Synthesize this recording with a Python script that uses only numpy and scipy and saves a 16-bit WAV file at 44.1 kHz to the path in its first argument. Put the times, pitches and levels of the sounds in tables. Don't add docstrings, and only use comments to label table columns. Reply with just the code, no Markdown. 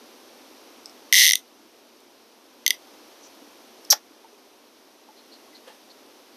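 import sys
import numpy as np
from scipy import signal
from scipy.fft import rfft, irfft
from scipy.io import wavfile
from scipy.ndimage import uniform_filter1d, minimum_filter1d

SR = 44100
rng = np.random.default_rng(int(sys.argv[2]) if len(sys.argv) > 2 else 0)


def generate_wav(signal):
    frames = np.transpose(np.atleast_2d(signal))
    scaled = np.clip(frames, -1, 1) * 32767
    pcm = np.round(scaled).astype(np.int16)
    wavfile.write(sys.argv[1], SR, pcm)


N = 280476
TIME = np.arange(N) / SR

# time in seconds, speed in teeth per second.
SPOOL_SPEED = [(1.126, 52.1), (1.1792, 134.3), (1.1943, 139.8), (1.2429, 102.7), (1.3329, 31.8),
               (1.36, 11.5)]
LIGHT_PHASE = .492
PULL_HARD_DB, PULL_LIGHT_DB = 5, 3.5
# start in seconds, level in dB, light contact 0 or 1.
CREEP_CONTACTS = [(2.6636, 1.5, 0), (2.6784, 3.5, 1), (2.7058, 1, 0)]
# frequency in Hz, 60 dB decay time in seconds,
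# relative level in dB under a hard contact, relative level in dB under a light contact.
REEL_MODES = [(1966, 0.013, -3.5, -20), (2030, 0.01, -2.5, -20), (2770, 0.0053, -15.5, -19.5),
              (3300, 0.0051, -9.5, -17.5), (3650, 0.0051, -11.5, -9.5), (4400, 0.0034, -16, -11),
              (5030, 0.0033, -6.5, -28), (5760, 0.0076, -11, -25), (6154, 0.011, -14.5, -14.5),
              (8820, 0.0054, -24, -26), (8930, 0.0069, -20, -29.5), (10680, 0.0043, -18, -17),
              (12290, 0.0035, -12.5, -19.5), (13650, 0.001, -17.5, -7.5)]

# peak time in seconds, relative level in dB.
LINE_SURGES = [(3.9032, -12), (3.9076, -6.5), (3.918, -10.5), (3.9245, -8.5)]
SURGE_RISE_DB_PER_S, SURGE_FALL_DB_PER_S = 13999, 1250.5
# frequency in Hz, width in Hz, relative level in dB.
RING_RESONANCES = [(3770, 1200, -7), (4900, 400, -0.5), (5520, 370, 5), (6150, 810, -0.5),
                   (9030, 1050, -32), (10600, 1200, -22), (12800, 1900, -11)]
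TAUT_S, TAUT_DB, TIGHTEN_DB_PER_S, SLACKEN_DB_PER_S = 3.926, -23, 899, 501
# start in seconds, force level in dB.
ROD_KNOCKS = [(3.928, 8.5)]
# frequency in Hz, 60 dB decay time in seconds, relative level in dB.
ROD_MODES = [(570, 0.023, -27), (750, 0.025, -26.5), (857, .05, -27), (1100, 0.015, -25.5),
             (1400, 0.016, -24.5), (1775, 0.0178, -23.5), (2110, 0.0072, -22), (3276, 0.0031, -21)]

# start in seconds, ring force in dB, dry crack force in dB.
TACKLE_TICKS = [(.858, -2, -48), (.896, -15, -55), (2.005, -31, -27), (2.225, -26, -42), (3.35, -35, -30),
                (3.8478, -34.5, -23), (3.8508, -11.5, -31)]
# frequency in Hz, 60 dB decay time in seconds, relative level in dB.
TACKLE_MODES = [(5300, 0.0073, -20.5), (8000, 0.0098, -36), (12450, .004, -41.5)]

SPLASH_S, SPLASH_DB, SPLASH_RISE_DB_PER_S, SPLASH_FALL_DB_PER_S = 5.678, -47.5, 1000, 210
# frequency in Hz, width in Hz, relative level in dB.
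SPLASH_RESONANCES = [(506, 150, 0), (900, 240, 3.5), (1750, 240, 2.5), (3140, 850, -2), (10000, 6600, -18)]
# start in seconds, force in dB, pitch in Hz, 60 dB decay time in seconds.
WATER_PLOPS = [(3.419, -44, 294.7, 0.083), (4.107, -40.5, 310, 0.12), (4.245, -39.5, 900, 0.083),
               (4.328, -43.5, 420, 0.063), (5.088, -41, 860, 0.11), (5.476, -50, 1100, .1),
               (5.53, -53, 2020, 0.18), (5.674, -39.5, 509, 0.075), (5.685, -48, 1800, 0.083),
               (5.7, -46, 860, 0.089)]
# centre in seconds, level in dB, pitch in Hz, half-length in seconds.
BIRD_NOTES = [(3.25, -48, 5950, 0.035), (5.192, -54.5, 4200, 0.035), (5.339, -47.5, 4260, 0.027),
              (5.563, -49.5, 4240, 0.026), (5.912, -51.5, 4400, 0.018)]

# time in seconds, level in dB.
STREAM_LEVEL = [(0, -50), (3.1, -50.5), (6.36, -52.5)]
# frequency in Hz, relative density in dB per Hz.
WASH_SPECTRUM = [(120, -53), (200, -8.5), (239, -0.5), (281, 0), (330, 0.5), (464, -2), (795, -5.5),
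                 (951, -6.5), (1780, -14), (2940, -12.5), (4690, -13), (5920, -12.5), (7340, -24),
                 (13000, -20), (14500, -28.5)]
RUMBLE_DB = -31
# delay in seconds, relative level in dB.
TAIL_DECAY = [(.004, 7), (.012, 0.5), (.038, -4), (.055, -13.5), (.09, -42)]

AGC_THRESHOLD_DB, AGC_DEPTH_DB, AGC_WINDOW_S, AGC_HOLD_S, AGC_RECOVER_DB_PER_S = -18, 4, .08, 1.056, 8
CUTOFF_HZ = 14500


def pawl_contacts():
    s, speed = np.transpose(SPOOL_SPEED)
    moving = TIME[(TIME >= s[0]) & (TIME <= s[-1])]
    turned = np.cumsum(np.interp(moving, s, speed)) / SR
    rows = []
    for tooth in range(int(turned[-1]) + 1):
        for phase, db, light in [(0, PULL_HARD_DB, 0), (LIGHT_PHASE, PULL_LIGHT_DB, 1)]:
            if tooth + phase < turned[-1]:
                rows.append((np.interp(tooth + phase, turned, moving), db, light))
    return rows


def reel(level_db=3.5, low_cut_hz=1660, detune=0.013, uneven_db=1.8, size=1500):
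    body = np.zeros(N)
    dying = np.exp(-np.arange(size) / (.0016 * SR))
    clicks = pawl_contacts() + CREEP_CONTACTS
    grit = butter(rng.standard_normal((len(clicks), size)), 4200, "high")
    chance = rng.standard_normal((len(clicks), len(REEL_MODES), 2))
    chance[:, 1] = chance[:, 0]
    for (s, db, light), chatter, variation in zip(clicks, grit, chance):
        is_light = light > .5
        force = (.15 if is_light else .11) * dying * chatter
        force[0] = 1
        force *= from_db(db) / np.linalg.norm(force)
        at = round(s * SR)
        for k, (mode, (pitch, strength)) in enumerate(zip(REEL_MODES, variation)):
            hz, t60, hard_db, light_db = mode
            mode_db = light_db if is_light else hard_db
            gain = (-1) ** ((k + 1) // 2) * from_db(mode_db + uneven_db * strength)
            body[at:at + size] += gain * ring(force, hz * (1 + detune * pitch), t60)
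    return from_db(level_db) * butter(body, low_cut_hz, "high", order=10)


def line_zip(hiss_db=2.0, slips_per_s=4000, rub=0.66, fast_hz=4900, slow_hz=3100):
    sparse_slips = (rng.random(N) < slips_per_s / SR) * rng.standard_normal(N)
    slips = rms_one(sparse_slips + rub * rng.standard_normal(N))
    rings = resonate(slips, RING_RESONANCES)
    slowed = np.interp(TIME, [LINE_SURGES[0][0], TAUT_S], [0, 1])
    low_hiss = butter(rings, [slow_hz, max(fast_hz, slow_hz + 100)], "band")
    hiss = butter(rings, fast_hz, "high", order=4) + slowed * low_hiss
    surges = [swell(s, db, SURGE_RISE_DB_PER_S, SURGE_FALL_DB_PER_S) for s, db in LINE_SURGES]
    sliding = np.max(surges, axis=0)
    tension = swell(TAUT_S, TAUT_DB, TIGHTEN_DB_PER_S, SLACKEN_DB_PER_S)
    force = tension * slips + contacts(ROD_KNOCKS, chatter=0.019, chatter_s=0.002)
    rod = sum((-1) ** k * from_db(db) * ring(force, hz, t60) for k, (hz, t60, db) in enumerate(ROD_MODES))
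    return from_db(hiss_db) * sliding * hiss + butter(rod, 380, "high", order=4)


def tackle_ticks():
    force = contacts([(s, db) for s, db, crack_db in TACKLE_TICKS], chatter=.02, chatter_s=0.001056)
    crack = contacts([(s, crack_db) for s, db, crack_db in TACKLE_TICKS], chatter=.3, chatter_s=.0007)
    rings = sum(from_db(db) * ring(force, hz, t60) for hz, t60, db in TACKLE_MODES)
    return butter(rings, 4400, "high", order=4) + butter(crack, 5000, "high")


def noisy_tail(x, tail_db):
    tail = (gain_curve(TAIL_DECAY) * rng.standard_normal(N))[:SR // 8]
    return x + from_db(tail_db) * signal.fftconvolve(x, tail / np.linalg.norm(tail))[:N]


def splash():
    spatter = resonate(rng.standard_normal(N), SPLASH_RESONANCES)
    return swell(SPLASH_S, SPLASH_DB, SPLASH_RISE_DB_PER_S, SPLASH_FALL_DB_PER_S) * spatter


def plops(grain=0.28):
    rings = 0
    for s, db, hz, t60 in WATER_PLOPS:
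        rings = rings + ring(contacts([(s, db)], chatter=0.018, chatter_s=.002), hz, t60)
    return butter(rings * (1 + grain * drift(220)), 265, "high", order=6)


def bird(width_hz=270):
    out = 0
    for s, db, hz, half_length in BIRD_NOTES:
        note = resonate(rng.standard_normal(N), [(hz, width_hz, 0)])
        out = out + from_db(db) * note * np.exp(-2 * ((TIME - s) / half_length) ** 2)
    return butter(out, [2500, 7500], "band")


def stream(level_db=0.0, gurgle_db=-15, bubbles_per_s=130, cycles=5.3, low_cut_hz=205, count=14):
    hz, db = np.transpose(WASH_SPECTRUM)
    bins_hz = np.arange(N // 2 + 1) * SR / N
    colour = from_db(np.interp(np.log(bins_hz + 1), np.log(hz), np.maximum(db, -45)))
    wash = irfft(rfft(rng.standard_normal(N)) * colour, N)
    wash = rms_one(butter(wash, low_cut_hz, "high", order=8))
    rumble = from_db(RUMBLE_DB) * rms_one(butter(rng.standard_normal(N), [75, 200], "band"))
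    born = (rng.random(N) < bubbles_per_s / SR) * rng.standard_normal(N)
    dealt, pitches = rng.integers(0, count, N), np.geomspace(260, 1200, count)
    gurgle = rms_one(sum(ring(born * (dealt == k), f, cycles / f) for k, f in enumerate(pitches)))
    gurgle = from_db(gurgle_db) * butter(gurgle, low_cut_hz, "high", order=6)
    easing_db = np.interp(TIME, *np.transpose(STREAM_LEVEL))
    return from_db(level_db + easing_db) * (wash + rumble + gurgle)


def contacts(rows, chatter, chatter_s, size=400):
    force = np.zeros(N)
    for (s, db), grit in zip(rows, rng.standard_normal((len(rows), size))):
        blow = chatter * grit * np.exp(-np.arange(size) / (chatter_s * SR))
        blow[0] = 1
        at = round(s * SR)
        force[at:at + size] += from_db(db) * blow / np.linalg.norm(blow)
    return force


def ring(force, hz, t60):
    r, w = from_db(-60 / (t60 * SR)), 2 * np.pi * hz / SR
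    return signal.lfilter([0, np.sin(w)], [1, -2 * r * np.cos(w), r * r], force + 1e-18)


def resonate(x, peaks):
    out = 0
    for k, (hz, width, db) in enumerate(peaks):
        r = np.exp(-np.pi * width / SR)
        poles = [1, -2 * r * np.cos(2 * np.pi * hz / SR), r * r]
        out = out + (-1) ** k * from_db(db) * (1 - r * r) * signal.lfilter([1, 0, -1], poles, x)
    return rms_one(out)


def swell(s, db, rise_db_per_s, fall_db_per_s):
    below_peak_db = np.maximum((s - TIME) * rise_db_per_s, (TIME - s) * fall_db_per_s)
    return from_db(db - np.minimum(below_peak_db, 200))


def gain_curve(rows):
    s, db = np.transpose(rows)
    return from_db(np.interp(TIME, s, db, left=-200, right=-200))


def drift(rate):
    knots = rng.standard_normal(4000)
    return np.interp(TIME * rate, np.arange(len(knots)), knots)


def butter(x, hz, kind, order=2):
    sos = signal.butter(order, np.clip(hz, 10, .45 * SR), kind, fs=SR, output="sos")
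    return signal.sosfilt(sos, x)


def rms_one(x):
    return x / np.sqrt(np.mean(x ** 2) + 1e-20)


def from_db(db):
    return 10 ** (np.asarray(db) / 20)


def gain_control(x):
    window, hold = int(AGC_WINDOW_S * SR), int(AGC_HOLD_S * SR)
    power = np.abs(uniform_filter1d(x ** 2, window, origin=(window - 1) // 2))
    level_db = 10 * np.log10(power + 1e-12)
    cut_db = np.clip(level_db - AGC_THRESHOLD_DB, 0, AGC_DEPTH_DB)
    held_db = -minimum_filter1d(-cut_db, hold, origin=(hold - 1) // 2, mode="constant")
    recovery_db = AGC_RECOVER_DB_PER_S * TIME
    return from_db(recovery_db - np.maximum.accumulate(held_db + recovery_db))


def scene():
    reel_and_zip = noisy_tail(reel(), tail_db=-18) + noisy_tail(line_zip(), tail_db=-21)
    tackle = reel_and_zip + noisy_tail(tackle_ticks(), tail_db=-9)
    return (tackle + plops() + splash() + bird() + stream())[None]


def record(dry, ceiling=1.0, size=45):
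    levelled = dry * gain_control(dry[0])
    allowed = np.minimum(1, ceiling / (np.abs(levelled) + 1e-9))
    limited = levelled * uniform_filter1d(minimum_filter1d(allowed, size), size)
    return signal.sosfilt(signal.butter(20, CUTOFF_HZ, fs=SR, output="sos"), limited)


dry = scene()
out = record(dry)
generate_wav(out)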